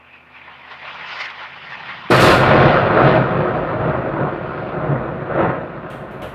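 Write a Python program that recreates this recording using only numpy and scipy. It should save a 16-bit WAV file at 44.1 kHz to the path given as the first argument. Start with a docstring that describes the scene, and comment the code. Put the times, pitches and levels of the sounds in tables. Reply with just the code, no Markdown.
"""A whistling, fluttering rush over faint city hum: a shell's turbulent wake, heard from a high open window. At
2.1 s the shell bursts some hundred metres away and the blast rattles the window frame. Countless walls return
it as a long roll, with a few duller bangs in it; the room rings along. Two sharp overload ticks sound in the
loud part of the roll, then three small clicks in the room."""
import sys
import numpy as np
from scipy import signal
from scipy.fft import rfft, irfft, next_fast_len
from scipy.io import wavfile
from scipy.ndimage import uniform_filter1d, minimum_filter1d

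SR = 44100
rng = np.random.default_rng(int(sys.argv[2]) if len(sys.argv) > 2 else 0)


def generate_wav(signal):
    """Clip the signal to [-1, 1] and save it as 16-bit WAV at the path in sys.argv[1]."""
    frames = np.transpose(np.atleast_2d(signal))
    scaled = np.clip(frames, -1, 1) * 32767
    pcm = np.round(scaled).astype(np.int16)
    wavfile.write(sys.argv[1], SR, pcm)


N = 279750
TIME_S = np.arange(N) / SR
FRAME_S = np.arange(N // 128 + 6) * 128 / SR
BIN_HZ = np.fft.rfftfreq(512, 1 / SR)
BLAST_S = 2.099

# shell's flight, nearest as it passes: time_s, level_db, treble_db
FLIGHT = [(0, -46, -29), (.24, -52.5, -24.5), (.7, -44, -20.5), (1.15, -31.7, -12), (1.24, -34.5, -19),
          (1.34, -37.5, -21), (1.62, -37.5, -20), (2.08, -34.5, -21.5)]
# gusts in its wake: crest_s, fall_s, lift_db, treble_lift_db, whistle_lift_db
GUSTS = [(.148, 0.035, 7.5, 6, 9), (.365, 0.09, 9.5, -1, 7), (.5, 0.094, 6.5, -5, -2.5),
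         (.716, 0.036, 5, 1.5, -8), (.861, 0.064, 6.5, -4.5, -1), (1.0, 0.031, 2.5, -5, 6),
         (1.211, 0.018, 10, 11, 14), (1.257, 0.02, 5, 9, 6), (1.303, .014, 2, 8.5, 8),
         (1.41, 0.038, 8.5, 1, 3), (1.72, .06, 1.5, 4.5, 5), (1.895, 0.039, 7.5, -1, -1)]
# city hum: pitch_hz, level_db
HUM_TONES = [(80.7, -63.5), (129.2, -68), (247.6, -62.5)]
# low rumble ahead of the blast: time_s, level_db
RUMBLE_LEVELS = [(0, -65), (.7, -60.5), (.95, -51), (1.2, -60), (1.5, -58), (1.65, -49.5), (1.9, -46.5),
                 (2.1, -45.5)]
# direct blast, then echoes off blocks of buildings:
# peak_s, level_db, half_length_s, bass_offset_db, treble_offset_db, deep_offset_db
STRONG_ECHOES = [(2.133, -9.5, 0.031, -2.5, 10, -29), (2.286, -11.5, .062, -1.5, 14, -10),
                 (2.508, -13.5, 0.03, -3, 7.5, -22.5), (2.628, -12.5, 0.14, 0, 9, -16),
                 (2.99, -12.5, 0.11, -12, 2, -17), (3.103, -13.5, 0.075, -3, 8.5, -17.5),
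                 (3.424, -22.5, 0.13, 3, 0, -13.5), (3.892, -20, 0.14, 0, -1.5, -13),
                 (4.216, -20, 0.083, 0.5, -9, -21.5), (4.624, -36, 0.13, 2, 14, -12.5),
                 (4.915, -22, 0.16, 2.5, -5, -16), (5.433, -14.5, 0.083, -4, 3, -19),
                 (6.257, -36.5, 0.045, 0, -5, -1.5)]
# waves shaking the window: start_s, level_db, hold_s
SHAKES = [(2.1, -30.5, 0.065), (2.195, -25, 0.078)]
# pressure waves that stand out: start_s, level_db, pitch_hz, rise_s
BANGS = [(2.101, -6, 340, 0.0033), (2.191, -8, 148, 0.0085), (3.041, -9, 146.7, 0.024),
         (3.174, -13.5, 135, 0.02), (4.201, -19, 130, 0.016), (4.89, -11.5, 140.4, 0.024),
         (5.416, -17, 182, 0.0094)]
# two overload ticks, then three small room clicks: start_s, level_db, ring_hz, decay_s, tail_offset_db
TICKS_AND_CLICKS = [(2.525, -35, 7000, .0015, -18), (3.04, -33, 6000, 0.0015, -13.5),
                    (5.901, -47, 8800, 0.0047, 7.5), (6.111, -54.5, 11500, .004, 7),
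                    (6.22, -44, 11100, .012, 8.5)]

# source spectra: frequency_hz, relative_density_db
WAKE_SPECTRUM = [(150, -37), (330, -18.5), (650, -6.5), (1000, 0), (2000, -3), (2700, -4), (3300, -8.5),
                 (3800, -15), (4900, -20), (6000, -33), (7000, -46), (9000, -56), (14000, -73)]
CITY_SPECTRUM = [(20, -21.5), (50, -15.5), (80, -1), (140, -10.5), (300, 1.5), (900, 3.5), (2500, -17),
                 (5000, -26), (8000, -34), (15000, -34.5)]
RUMBLE_SPECTRUM = [(20, -47), (60, -27), (100, -16), (135, -4), (190, -2.5), (260, -15), (400, -14),
                   (900, -32), (4000, -75)]
ECHO_SPECTRUM = [(20, -38), (55, -32), (85, -20), (105, -10), (140, -1.5), (270, -1), (560, 2), (850, -4),
                 (1350, -4), (1800, -11.5), (2600, -20), (4000, -37), (5200, -52), (6500, -66),
                 (9000, -78.5), (15000, -93.5)]
DEEP_SPECTRUM = [(10, -22), (25, -18.5), (40, -9), (55, -2), (80, -5), (110, 0), (200, -47), (600, -82)]
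RATTLE_SPECTRUM = [(500, -8), (2000, 2), (4000, 11), (6000, 0), (9000, -2), (12000, -3.5), (15500, -11)]
CLICK_SPECTRUM = [(60, 9), (300, 19), (1500, 20.5), (3200, 16.5), (5000, -3), (9000, -4.5), (15500, -6.5)]

# room's standing waves: centre_hz, width_hz, lift_db (at depth 1)
ROOM_MODES = [(54, 20, 12), (80, 10, 11), (104, 12, 12), (129, 10, 14), (146, 28, 9), (165, 9, 6),
              (207, 45, 5), (329, 16, 8), (363, 12, 10), (490, 20, 3), (538, 13, 9.5), (617, 10, 7),
              (630, 9, 10), (706, 40, 3), (742, 19, 7), (873, 22, 4), (934, 25, 4), (1055, 26, 6),
              (1172, 10, 10), (1268, 45, 3), (1416, 12, 5), (1454, 11, 8), (1571, 11, 4), (1810, 35, 4),
              (2518, 45, 3)]
# room's diffuse decay: frequency_hz, t60_s
ROOM_DECAY = [(200, 0.077), (4000, 1), (9000, 0.58), (15000, 0.06)]


def gain_of(db):
    """Decibels to amplitude."""
    return 10 ** (np.asarray(db) / 20)


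def unit_rms(x):
    """Scales to rms 1."""
    return x / np.sqrt(np.mean(x ** 2) + 1e-20)


def at_hz(table, hz):
    """Interpolates on a log-frequency axis."""
    knots_hz, values = np.transpose(table)
    return np.interp(np.log(hz + 1), np.log(knots_hz + 1), values)


def at_time(table, time_s):
    """Interpolates each column over time."""
    knots_s, *columns = np.transpose(table)
    return [np.interp(time_s, knots_s, column) for column in columns]


def resonance(hz, centre_hz, width_hz):
    """Bell curve of height 1."""
    return 1 / (1 + (2 * (hz - centre_hz) / width_hz) ** 2)


def filtered(x, db_at_hz, size=16384):
    """Minimum-phase filter with the given gain curve."""
    log_gain = np.log(gain_of(db_at_hz(abs(np.fft.fftfreq(size, 1 / SR)))))
    response = np.fft.ifft(np.exp(np.conj(signal.hilbert(log_gain)))).real
    return signal.oaconvolve(x, response[:size // 2])[:N]


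def coloured(x, spectrum):
    """Filters by a spectrum table, to rms 1."""
    return unit_rms(filtered(x, lambda hz: at_hz(spectrum, hz)))


def shocks(per_s, spread_db):
    """Random pressure impulses, a few much larger than the rest."""
    size = gain_of(spread_db * np.minimum(rng.exponential(1, N), 4))
    return size * rng.choice([-1., 1.], N) * (rng.random(N) < per_s / SR)


def random_field(frames, bins):
    """Noise smoothed over time and frequency, rms 1."""
    field = rng.standard_normal((len(FRAME_S), len(BIN_HZ)))
    field = uniform_filter1d(field, frames, axis=0)
    return unit_rms(uniform_filter1d(field, bins, axis=1, mode="wrap"))


def steered(x, field_db):
    """Applies a gain that varies over time and frequency."""
    spectra = signal.stft(x, nperseg=512, noverlap=384)[2]
    gain = gain_of(field_db[:spectra.shape[1]].T)
    return signal.istft(spectra * gain, nperseg=512, noverlap=384)[1][:N]


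def standing_waves(x, depth):
    """The room rings at its own pitches; output at rms 1."""
    def lift_db(hz):
        return depth * sum(db * resonance(hz, centre, width) for centre, width, db in ROOM_MODES)
    return unit_rms(filtered(x, lift_db))


def room_tail(x, direct_db, diffuse_hz=1300):
    """Diffuse reverberation above the standing waves; longest in the low treble."""
    bands_hz, age_s, spectra = signal.stft(rng.standard_normal(SR), SR, nperseg=256)
    decay = gain_of(-60 * age_s / at_hz(ROOM_DECAY, bands_hz)[:, None])
    tail = signal.istft(spectra * decay, SR)[1]
    size = next_fast_len(N + SR)
    hz = np.fft.rfftfreq(size, 1 / SR)
    wet_share = hz ** 4 / (hz ** 4 + diffuse_hz ** 4) / (1 + gain_of(direct_db) ** 2)
    room = np.sqrt(1 - wet_share) + np.sqrt(wet_share) * rfft(tail / np.linalg.norm(tail), size)
    return irfft(rfft(x, size) * room, size)[:N]


def shell(whistle_hz=2610, sag_hz_per_s=460, whistle_fade_s=0.37, flutter_db=0.9, patchy_db=2.0):
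    """The turbulent wake whistles, flutters, swells and brightens; the blast cuts it off."""
    t = FRAME_S[:, None]
    level_db, treble_db = at_time(FLIGHT, t)
    gust_db, gust_treble_db, gust_whistle_db = gusts(t)
    air_weight = np.clip((BIN_HZ - 2200) / 2600, 0, 1.2)  # air absorbs more at higher frequency
    tilt_db = (treble_db + gust_treble_db + 17) * air_weight  # flat at a treble of -17 dB
    pitch_hz = whistle_hz - sag_hz_per_s * t
    whistle_band = np.exp(-((BIN_HZ - pitch_hz) / 253.3) ** 2) - .3  # draws on the rush around it
    whistle_db = (11 * np.exp(-t / whistle_fade_s) + gust_whistle_db) * whistle_band
    field_db = level_db + gust_db + tilt_db + whistle_db
    field_db += flutter_db * random_field(frames=5, bins=200)
    field_db += patchy_db * random_field(frames=12, bins=6)
    wake = coloured(shocks(per_s=6000, spread_db=2.9), WAKE_SPECTRUM)
    wake = standing_waves(room_tail(wake, direct_db=2.0), depth=0.17)
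    return steered(wake, field_db) * np.interp(TIME_S, [2.1, 2.16], [1, 0])


def gusts(t, rise_to_fall=0.54):
    """Gusts rise fast and fall slower; returns level, treble and whistle lifts in dB."""
    crest_s, fall_s, *lifts_db = np.transpose(GUSTS)
    width_s = fall_s * np.where(t < crest_s, rise_to_fall, 1)
    swell = 1 / (1 + ((t - crest_s) / width_s) ** 2)
    return [swell @ lift_db[:, None] for lift_db in lifts_db]


def city(wash_db=-55, waver_rad=0.32):
    """Steady wash, wavering hum and a low rumble that grows before the blast."""
    wash = standing_waves(coloured(rng.standard_normal(N), CITY_SPECTRUM), depth=0.21)
    hum = np.zeros(N)
    for pitch_hz, level_db in HUM_TONES:
        drift_rad = waver_rad * np.interp(TIME_S, FRAME_S, random_field(frames=80, bins=1)[:, 0])
        hum += gain_of(level_db) * unit_rms(np.sin(2 * np.pi * pitch_hz * TIME_S + drift_rad))
    rumble = standing_waves(coloured(rng.standard_normal(N), RUMBLE_SPECTRUM), depth=0.71)
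    rumble_db = at_time(RUMBLE_LEVELS, TIME_S)[0]
    return hum + gain_of(wash_db) * wash + gain_of(rumble_db) * rumble


def blast_roll(flicker_db=0.66, patchy_db=1.12, echo_gain_db=1):
    """Thousands of wall reflections of the blast merge into a roll over deep bass."""
    field_db, deep_gain = reflections()
    field_db += flicker_db * random_field(frames=7, bins=200)
    field_db += patchy_db * random_field(frames=16, bins=5)
    echoes = coloured(shocks(per_s=4500, spread_db=3.04), ECHO_SPECTRUM)
    echoes = standing_waves(room_tail(echoes, direct_db=6.4), depth=0.89)
    deep = standing_waves(coloured(shocks(per_s=980, spread_db=1.1), DEEP_SPECTRUM), depth=0.7)
    front = np.interp(TIME_S - BLAST_S, [0, .006, .012], [0, .2, 1])
    return (gain_of(echo_gain_db) * steered(echoes, field_db) + deep_gain * deep) * front


def reflections(build_s=0.11, hold_s=0.48, fall_db_per_decade=23.5, dulling_s=0.48,
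                bass_lag_s=0.8, deep_lag_s=0.12, air_db_per_s=2.84):
    """Power-law decay plus strong echoes; returns the roll's dB field and the deep bass gain."""
    t = FRAME_S[:, None]
    age_s = np.maximum(t - BLAST_S, 0)
    bass_weight = 1 / (1 + (BIN_HZ / 220) ** 6)
    treble_weight = np.clip((BIN_HZ - 1000) / 1900, 0, 1.9)
    roll_db = -11 - fall_db_per_decade * np.log10(np.hypot(1, age_s / hold_s))
    bending_db = (-0.6 - 0.9 * np.exp(-age_s / bass_lag_s)) * bass_weight  # bass rounds buildings late
    tilt_db = (2 + 11.5 * np.exp(-age_s / dulling_s)) * treble_weight  # longer paths are duller
    power = gain_of(roll_db + bending_db + tilt_db) ** 2 * (1 - np.exp(-age_s / build_s))
    deep_power = (gain_of(roll_db - 14) * (1 - np.exp(-age_s / deep_lag_s))) ** 2
    for peak_s, level_db, half_length_s, bass_db, treble_db, deep_db in STRONG_ECHOES:
        swell = 1 / (1 + ((t - peak_s) / half_length_s) ** 2) ** 2
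        absorbed_db = air_db_per_s * (peak_s - BLAST_S) * (BIN_HZ / 4000) ** 2
        echo_db = level_db + bass_db * bass_weight + treble_db * treble_weight - absorbed_db
        power += swell * gain_of(echo_db) ** 2
        deep_power += swell * gain_of(level_db + deep_db) ** 2
    return 10 * np.log10(power), np.interp(TIME_S, FRAME_S, np.sqrt(deep_power[:, 0]))


def window_rattle(attack_s=0.011, fall_db_per_s=100, top_t60_s=0.7):
    """Pressure waves shake the frame and loose things into dense tiny impacts; the top dies first."""
    shaking = np.zeros(N)
    for start_s, level_db, hold_s in SHAKES:
        attack = np.clip((TIME_S - start_s) / attack_s, 0, 1)
        fall_db = fall_db_per_s * np.maximum(TIME_S - start_s - hold_s, 0)
        shaking = np.hypot(shaking, attack * gain_of(level_db - fall_db))
    impacts = coloured(shocks(per_s=7600, spread_db=0.89), RATTLE_SPECTRUM)
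    dulling_db = -60 * np.maximum(FRAME_S[:, None] - 2.3, 0) / top_t60_s * (BIN_HZ / BIN_HZ[-1]) ** 2
    return steered(room_tail(impacts, direct_db=0.89) * shaking, dulling_db)


def bangs(overtone_db=-11, grit_rms=0.054):
    """Each strong wave swings the air at the window for a few steep, slightly ragged cycles."""
    out = np.zeros(N)
    for start_s, level_db, pitch_hz, rise_s in BANGS:
        age_s = np.maximum(TIME_S - start_s, 0)
        phase = 2 * np.pi * pitch_hz * age_s
        grit = grit_rms * coloured(rng.standard_normal(N), ECHO_SPECTRUM)
        swing = np.sin(phase) + gain_of(overtone_db) * np.sin(2 * phase) + grit
        envelope = age_s / rise_s * np.exp(.5 - .5 * (age_s / rise_s) ** 2)
        out += gain_of(level_db) * swing * envelope
    return out


def ticks_and_clicks(ring_db=7, width_hz=2200, tail_t60_s=0.56):
    """Two sharp overload ticks, then three small room clicks: timed noise bursts with fading tails."""
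    out = np.zeros(N)
    for start_s, level_db, ring_hz, decay_s, tail_db in TICKS_AND_CLICKS:
        age_s = np.maximum(TIME_S - start_s, 0)
        tail = gain_of(tail_db - 60 * age_s / tail_t60_s)
        envelope = (TIME_S > start_s) * np.hypot(np.exp(-age_s / decay_s), tail)

        def colour_db(hz):
            return at_hz(CLICK_SPECTRUM, hz) + ring_db * resonance(hz, ring_hz, width_hz)
        grit = unit_rms(filtered(rng.standard_normal(N), colour_db))
        out += gain_of(level_db) * grit * envelope
    return out


def scene():
    """Mono sum at the window."""
    return (shell() + city() + blast_roll() + window_rattle() + bangs() + ticks_and_clicks())[None]


def record(dry):
    """A fast limiter holds the blast under full scale; a low-pass follows."""
    needed_gain = np.minimum(1, .97 / (abs(dry) + 1e-9))
    held_gain = minimum_filter1d(needed_gain, size=181)
    smooth_gain = uniform_filter1d(uniform_filter1d(held_gain, size=91), size=91)
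    low_pass = signal.firwin(511, cutoff=15550, window=("kaiser", 9), fs=SR)
    return signal.oaconvolve(dry * smooth_gain, low_pass[None], "same")


dry = scene()
out = record(dry)
generate_wav(out)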